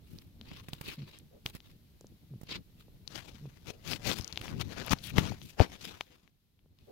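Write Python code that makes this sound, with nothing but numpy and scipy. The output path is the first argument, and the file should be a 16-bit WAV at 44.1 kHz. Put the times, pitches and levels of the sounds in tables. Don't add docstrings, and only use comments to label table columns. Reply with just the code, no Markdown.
import sys
import numpy as np
from scipy import signal
from scipy.fft import rfft, irfft
from scipy.io import wavfile
from scipy.ndimage import uniform_filter1d

SR = 44100
rng = np.random.default_rng(int(sys.argv[2]) if len(sys.argv) > 2 else 0)


def int16_out(signal):
    q = np.round(np.clip(np.atleast_2d(signal).T, -1, 1) * 32767)
    wavfile.write(sys.argv[1], SR, q.astype(np.int16))


N = 304731
TIME = np.arange(N) / SR
FREQS = np.fft.rfftfreq(N, 1 / SR)


def amp(db):
    return 10 ** (np.asarray(db) / 20)


def unit(x):
    return x / np.sqrt(np.mean(x ** 2) + 1e-20)


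def curve(rows):
    return np.interp(TIME, *np.transpose(rows))


def spectrum(rows, column=1):
    rows = np.asarray(rows, float)
    return np.interp(np.log(FREQS + 1), np.log(rows[:, 0]), rows[:, column])


def shaped(x, gain):
    return irfft(rfft(x) * gain, N)


def rolloff(cutoff_hz, order):
    return 1 / (1 + (FREQS / cutoff_hz) ** order)


def ports(balance_db):
    ratio = amp(np.atleast_1d(balance_db))
    return np.array([ratio, np.ones_like(ratio)]) / np.sqrt(1 + ratio ** 2)


def flutter(rate_hz):
    return unit(shaped(rng.standard_normal(N), rolloff(rate_hz, 4)))


def add(mix, start, sound):
    part = mix[:, max(round(start * SR), 0):][:, :sound.shape[1]]
    part += sound[:, :part.shape[1]]


def grains(per_s, spread_db, smooth):
    channels = []
    for _ in range(2):
        size = amp(spread_db * np.minimum(rng.exponential(1, N), 4)) * rng.choice([-1, 1], N)
        fractures = unit(size * (rng.random(N) < per_s / SR))
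        channels.append(unit(fractures + smooth * rng.standard_normal(N)))
    return np.array(channels)


def hollows(x, depth_db=2.4):
    frames = signal.stft(x, nperseg=256)[2]
    drift = uniform_filter1d(rng.standard_normal(frames.shape[1:]), size=12, axis=1)
    peaks = unit(uniform_filter1d(drift, size=3, axis=0))
    return signal.istft(frames * amp(depth_db * peaks), nperseg=256)[1][:, :N]


def swells(rows, extra_db=0, rise_share=0.56, ends_db=9.5, roundness=2.52):
    peak, length, db = np.asarray(rows, float).T[:3, :, None]
    t = TIME[::32]
    offset = (t - peak) / length
    away = np.maximum(-offset / rise_share, offset / (1 - rise_share))
    gains = amp(db + np.reshape(extra_db, (-1, 1)) - ends_db * np.minimum(away, 10) ** roundness)
    return np.interp(TIME, t, np.linalg.norm(gains, axis=0))


# time in seconds, level in dB.
RUMBLE_LEVEL = [(0, -55), (1.3, -57), (2.25, -59.5), (4.2, -53.5), (5.0, -49), (5.9, -59), (6.15, -67),
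                (6.45, -73.5), (6.9, -58)]
HISS_LEVEL = [(0, -71), (6.0, -69), (6.25, -79.5), (6.74, -79.5), (6.88, -70.5)]
# frequency in Hz, relative density in dB.
RUMBLE_SPECTRUM = [(25, 1), (95, 3), (190, -2), (370, -14.5), (550, -22.5), (3000, -59)]
HISS_SPECTRUM = [(300, 3), (1300, -1.5), (4000, 3.5), (6000, -3), (8500, -7.5), (13000, 1), (16000, -4.5)]
# frequency in Hz, balance in dB.
HISS_BALANCE = [(5000, 4.5), (9000, -1.5)]


def background(correlation=0.65, lump_db=2.8):
    left, independent = rng.standard_normal((2, N))
    right = correlation * left + np.sqrt(1 - correlation ** 2) * independent
    rumble = shaped(np.array([left, right]), amp(spectrum(RUMBLE_SPECTRUM)))
    lumps = amp(lump_db * flutter(18))
    hiss = shaped(rng.standard_normal((2, N)), amp(spectrum(HISS_SPECTRUM)))
    hiss = shaped(hiss, ports(spectrum(HISS_BALANCE)))
    return unit(rumble * lumps) * amp(curve(RUMBLE_LEVEL)) + unit(hiss) * amp(curve(HISS_LEVEL))


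# start in seconds, level in dB.
PAW_PATS = [(0.413, -41), (2.011, -40), (2.045, -37.5), (2.338, -42), (2.883, -45), (3.456, -35.5),
            (6.66, -52)]
# start in seconds, length in seconds, level in dB.
FUR_SCUFFS = [(1.299, .11, -59.5), (3.645, 0.16, -59), (6.867, 0.076, -53)]


def pats_and_scuffs(pat_hz=430, pat_decay_s=0.0012, hollow_hz=450, hollow_q=2.0):
    out, t = np.zeros((2, N)), np.arange(1024) / SR
    pat = np.sin(2 * np.pi * pat_hz * t) * np.exp(-t / pat_decay_s)
    for start, db in PAW_PATS:
        add(out, start, np.tile(amp(db) * pat, (2, 1)))
    detuning = FREQS / hollow_hz - hollow_hz / (FREQS + 1)
    brush = unit(shaped(rng.standard_normal((2, N)), 1 / (1 + (hollow_q * detuning) ** 2)))
    for start, length, db in FUR_SCUFFS:
        out += amp(db) * brush * np.sin(np.pi * np.clip((TIME - start) / length, 0, 1))
    return out


# frequency in Hz, left and right relative density in dB.
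SOIL_SPECTRUM = [(150, -10, 7.5), (342, 4.5, 3), (746, -9.5, -11), (1100, -2.5, -6.5), (1660, -4.5, -16),
                 (2670, 1.5, -14.5), (4050, -2, -2), (5700, -10.5, -12), (7840, -20.5, -14),
                 (15000, -32.5, -9.5)]
# peak time in seconds, length in seconds, level in dB, dust boost in dB.
PAW_STROKES = [(0.171, 0.2, -62.5, 5.5), (0.517, 0.15, -55.5, -7), (.585, 0.06, -50.5, -5.5),
               (0.768, 0.31, -61, -0.5), (0.905, 0.11, -44, -0.5), (1.014, 0.11, -57.5, -11),
               (1.14, 0.15, -56, -7), (1.488, 0.049, -51.5, 4), (1.56, 0.038, -49, 2),
               (1.688, 0.098, -60.5, -0.5), (2.534, 0.086, -39.5, -13.5), (2.808, 0.048, -60.5, 0),
               (6.84, 0.13, -72.5, -12)]


def scrabble(clump_db=3.1, dust_hz=7000):
    drive = grains(per_s=1900, spread_db=4.5, smooth=0.9) * amp(clump_db * flutter(55))
    colour = amp([spectrum(SOIL_SPECTRUM, column=1), spectrum(SOIL_SPECTRUM, column=2)])
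    soil = unit(shaped(hollows(drive), colour))
    dust = shaped(soil, 1 - rolloff(dust_hz, 10))
    dust_db = np.array(PAW_STROKES)[:, -1]
    return (soil - dust) * swells(PAW_STROKES) + dust * swells(PAW_STROKES, dust_db)


# start in seconds, length in seconds, level in dB, balance in dB.
CLAW_DRAGS = [(0.843, 0.095, -48, 7), (2.492, 0.082, -43.5, 5), (5.025, 0.095, -42.5, 22)]


def claws(from_hz=4150, to_hz=2260, bandwidth_hz=2000):
    out, pole = np.zeros((2, N)), np.exp(-np.pi * bandwidth_hz / SR)
    for start, length, db, balance_db in CLAW_DRAGS:
        n = round(length * SR)
        carrier = np.exp(2j * np.pi * np.cumsum(np.geomspace(from_hz, to_hz, n)) / SR)
        fractures = rng.laplace(size=(2, n)) * rng.exponential(size=(2, n))
        ring = (carrier * signal.lfilter([1], [1, -2 * pole, pole ** 2], fractures / carrier)).real
        add(out, start, amp(db) * ports(balance_db) * unit(ring) * signal.windows.tukey(n, 1 / np.pi))
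    return out


# start in seconds, length in seconds, level in dB, starting pitch in Hz.
CLUCKS = [(0.97, 0.079, -39.5, 163.4), (2.301, 0.075, -41.5, 151), (3.401, 0.095, -41.5, 167.6)]


def clucks(fall_share=0.278, overtone_db=-19, roughness=0.2):
    out, tremble = np.zeros((2, N)), flutter(160)
    for start, length, db, hz in CLUCKS:
        n = round(length * SR)
        shake = roughness * tremble[round(start * SR):][:n]
        pitch = hz * (1 - fall_share * np.linspace(0, 1, n) + shake / 2)
        phase = 2 * np.pi * np.cumsum(pitch) / SR
        tone = np.sin(phase) + amp(overtone_db) * (np.sin(2 * phase) + 0.5 * np.sin(3 * phase))
        envelope = (1 + shake) * signal.windows.tukey(n, 0.45)
        add(out, start, np.tile(amp(db) * tone * envelope, (2, 1)))
    return out


# time in seconds, level in dB, pitch in Hz, balance in dB.
CRUMB_SNAPS = [(0.1867, -43, 4500, -20), (0.4127, -40, 3340, 16), (.515, -39.5, 1900, 18),
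               (0.6852, -38.5, 2330, 23), (0.7335, -32.5, 3200, 17), (0.8138, -34.5, 2370, 16),
               (.8945, -39.5, 2240, 16), (1.188, -42.5, 8800, -22), (1.4621, -23, 2920, 14),
               (1.6038, -45.5, 3000, 9), (2.01, -47, 7660, -4), (2.069, -51.5, 6360, 7),
               (2.5132, -36, 3850, 4), (2.549, -38, 2870, 5.5), (2.5639, -37, 2700, 16),
               (3.0772, -32, 4200, 39), (3.934, -22.5, 2930, 30.5), (4.115, -24.5, 3500, 24),
               (4.211, -36, 5230, 32), (4.2454, -33, 5440, 35), (4.2778, -34.5, 5960, 39),
               (4.3265, -32, 4350, 40), (4.359, -36, 3340, 19), (4.375, -23.5, 2870, 10.5),
               (4.415, -31.5, 2860, 15), (4.457, -34.5, 1700, 10), (4.481, -33, 2300, 9),
               (4.6124, -25, 3460, 35), (4.864, -35.5, 11000, 25), (4.882, -28.5, 2000, 17),
               (4.8956, -33, 4660, 32), (4.9146, -23.5, 1460, 29.5), (4.92, -21, 1447, 32.5),
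               (4.9332, -16.5, 1834, 31), (4.987, -41, 4200, 10), (5.183, -10.5, 2030, 19),
               (5.3202, -35, 670, 14), (5.4169, -39, 3160, 18), (5.5972, -18.5, 1900, 10.5),
               (5.6022, -12, 860, 30.5), (5.6105, -23, 2690, 24), (5.6125, -22, 593, 31.5),
               (5.619, -19.5, 498.5, 32.5), (6.0095, -22.5, 2520, 8.5), (6.277, -50, 2130, 18),
               (6.592, -61, 2740, 12.5), (6.788, -56, 3640, 21)]
# frequency in Hz, gain in dB.
SNAP_RESPONSE = [(800, 4), (1650, -7.5), (2300, -4.5), (3200, -2.5), (6000, 2.5), (8500, -9), (13000, 1.5)]


def snaps(crunch_db=-15, crunch_s=0.0014, ring_s=0.00019, echo_db=-9, echo_s=0.0021,
          crack_db=-10, crack_s=0.00065, trickle_db=-24, trickle_s=0.011):
    lead, echo_taps = 256, 256
    out, t = np.zeros((2, N)), np.arange(-lead, 2048) / SR
    after = np.maximum(t, 0)
    crunch = amp(crunch_db) * np.exp(-abs(t) / crunch_s)
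    debris = amp(crack_db) * np.exp(-after / crack_s) + amp(trickle_db) * np.exp(-after / trickle_s)
    noise_envelope = np.where(t < 0, crunch, debris)
    for time, db, hz, balance_db in CRUMB_SNAPS:
        decay_s = ring_s * np.sqrt(2000 / hz)
        swing = np.sin(2 * np.pi * hz * after) * after * np.exp(-after / decay_s)
        swing /= np.sqrt(np.sum(swing ** 2) / 88)
        echoes = rng.standard_normal((2, echo_taps)) * np.exp(-np.arange(echo_taps) / SR / echo_s)
        echoes *= amp(echo_db) / np.linalg.norm(echoes, axis=1, keepdims=True)
        snap = swing + signal.fftconvolve(swing[None], echoes, axes=1)[:, :len(t)]
        band = signal.butter(1, [min(hz * 0.61, SR / 8), min(hz * 1.7, SR / 3)], "band", fs=SR)
        noise = unit(signal.lfilter(*band, rng.laplace(size=(2, len(t)))))
        add(out, time - lead / SR, amp(db) * ports(balance_db) * (snap + noise * noise_envelope))
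    return shaped(out, amp(spectrum(SNAP_RESPONSE)))


# peak time in seconds, length in seconds, level in dB, coarseness of the crumbs in dB.
SHOVES = [(3.173, 0.1, -46, 0), (3.29, 0.026, -47.5, -3), (3.692, 0.055, -44, 0.5), (3.92, 0.1, -35, -2),
          (4.099, 0.097, -31, -0.5), (4.175, 0.11, -41.5, -5.5), (4.478, 0.079, -45.5, -2),
          (4.52, 0.088, -74.5, 28), (4.613, 0.027, -35.5, 1.5), (4.726, .055, -46.5, 4),
          (4.798, 0.06, -42, 6.5), (4.892, 0.16, -48, 5), (4.923, 0.028, -22, -1), (5.072, 0.078, -48, -27),
          (5.188, 0.047, -36, 3), (5.256, 0.18, -43, 2), (5.473, 0.11, -52.5, -19),
          (5.629, 0.075, -40.5, 6), (5.739, 0.069, -50, 1.5), (5.86, 0.096, -45, -4),
          (5.935, 0.1, -55, 3.5), (6.133, 0.1, -66, 1)]
COARSENESS_DB = np.array(SHOVES)[:, -1]
# time in seconds, level in dB.
RUBBING_LEVEL = [(3.05, -76), (3.12, -58), (3.6, -67.5), (4.2, -55), (4.98, -55.5), (5.4, -63.5),
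                 (5.95, -61), (6.3, -76.5)]


def friction(extra_db=0):
    touching = (TIME > RUBBING_LEVEL[0][0]) & (TIME < RUBBING_LEVEL[-1][0])
    return np.hypot(swells(SHOVES, extra_db), amp(curve(RUBBING_LEVEL)) * touching)


# frequency in Hz, relative density in dB.
GRIT_SPECTRUM = [(120, -14), (280, -2), (600, -5.5), (1200, -9), (1800, -5.5), (2500, 3), (3600, 3),
                 (6300, -2), (8300, -9.5), (12000, -8), (16000, -12.5)]
# time in seconds, balance in dB.
SCRAPE_BALANCE = [(3.1, 41), (4.0, 45), (4.45, 12), (4.9, 26), (5.45, 8.5), (6.1, 9)]


def scrape(slip_db=2.44, crumbs_hz=1700, crumbs_db=-0.5, dust_hz=7400, dust_db=-10, dust_loss=0.41):
    drive = grains(per_s=3200, spread_db=4.0, smooth=0.45) * amp(slip_db * flutter(50))
    rasp = shaped(hollows(drive), amp(spectrum(GRIT_SPECTRUM)))
    low, high = rolloff(crumbs_hz, 6), 1 - rolloff(dust_hz, 20)
    crumbs = amp(crumbs_db) * unit(shaped(rasp, low)) * friction(COARSENESS_DB)
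    grit = unit(shaped(rasp, 1 - low - high)) * friction()
    dust = amp(dust_db) * unit(shaped(rasp, high)) * friction(-dust_loss * COARSENESS_DB)
    return (crumbs + grit + dust) * ports(curve(SCRAPE_BALANCE))


# peak time in seconds, length in seconds, level in dB, balance in dB.
BUMPS = [(0.148, 0.099, -46, 6), (0.519, 0.018, -40, 0), (2.588, 0.072, -43.5, 6), (4.569, 0.15, -35, 9),
         (4.681, 0.082, -38.5, 14), (5.202, 0.13, -29, 9), (5.313, 0.074, -33.5, 14),
         (5.448, 0.072, -46.5, 1)]


def judder(casing_hz=125, q=0.98, top_hz=380, shove_db=-1, coarse_slope=0.4, shove_balance_db=18):
    resonance = 1 / (1 + 1j * q * (FREQS / casing_hz - casing_hz / (FREQS + 1)))
    drive = grains(per_s=760, spread_db=0, smooth=0.24)
    vibration = unit(shaped(drive, resonance * rolloff(top_hz, 4)))
    shoved = swells(SHOVES, shove_db + coarse_slope * COARSENESS_DB) * ports(shove_balance_db)
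    bumped = sum(swells([row]) * ports(row[-1]) for row in BUMPS)
    return vibration * np.hypot(shoved, bumped)


# start in seconds, thud level in dB, pitch in Hz, balance in dB, dust spray level in dB.
KNOCKS = [(0.686, -30, 132, -19, -41.5), (.732, -25, 131, -14, -38), (.811, -28, 121, -12, -37.5),
          (1.458, -26, 111, -6, -37.5), (1.55, -29, 114, -24, -42), (2.413, -33, 149, -11, -48.5),
          (2.433, -30, 129, -20, -48.5), (4.198, -21.5, 83, 24, -60), (4.412, -30, 110, -11, -41),
          (4.609, -20.5, 101, 37, -37), (4.915, -18, 98, 14, -57), (4.933, -9.5, 151, 23, -61),
          (5.1844, -3, 135, 29, -52), (5.6035, 0, 93, 28, -61), (5.614, -11, 100, 31, -62)]


def knocks(decay_cycles=0.46, rise_s=0.0003, spray_s=0.0052, spray_hz=7000, crunch_db=-3, crunch_hz=750):
    out, t = np.zeros((2, N)), np.arange(4096) / SR
    rise = 1 - np.exp(-t / rise_s)
    burst = np.exp(-t / spray_s) * rise
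    spray_band = signal.butter(1, spray_hz, "high", fs=SR)
    crunch_band = signal.butter(1, [crunch_hz / 2, crunch_hz * 2], "band", fs=SR)
    for start, db, hz, balance_db, spray_db in KNOCKS:
        thud = np.sin(2 * np.pi * hz * t + np.pi / 4) * np.exp(-t * hz / decay_cycles) * rise
        spray = unit(signal.lfilter(*spray_band, rng.standard_normal((2, len(t))))) * burst
        crunch = unit(signal.lfilter(*crunch_band, rng.standard_normal((2, len(t))))) * burst
        add(out, start, ports(balance_db) * (amp(db) * thud + amp(spray_db) * spray))
        add(out, start, ports(abs(balance_db) / 2) * amp(spray_db + crunch_db) * crunch)
    return out


def scene():
    return (scrabble() + claws() + scrape() + judder() + snaps() + knocks()
            + pats_and_scuffs() + clucks() + background())


def record(dry, bass_hz=28, top_hz=15900):
    heard = signal.lfilter(*signal.butter(1, bass_hz, "high", fs=SR), dry)
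    low_pass = signal.firwin(401, top_hz, window=("kaiser", 8), fs=SR)
    return signal.oaconvolve(np.clip(heard, -1, 1), low_pass[None], "same")


dry = scene()
out = record(dry)
int16_out(out)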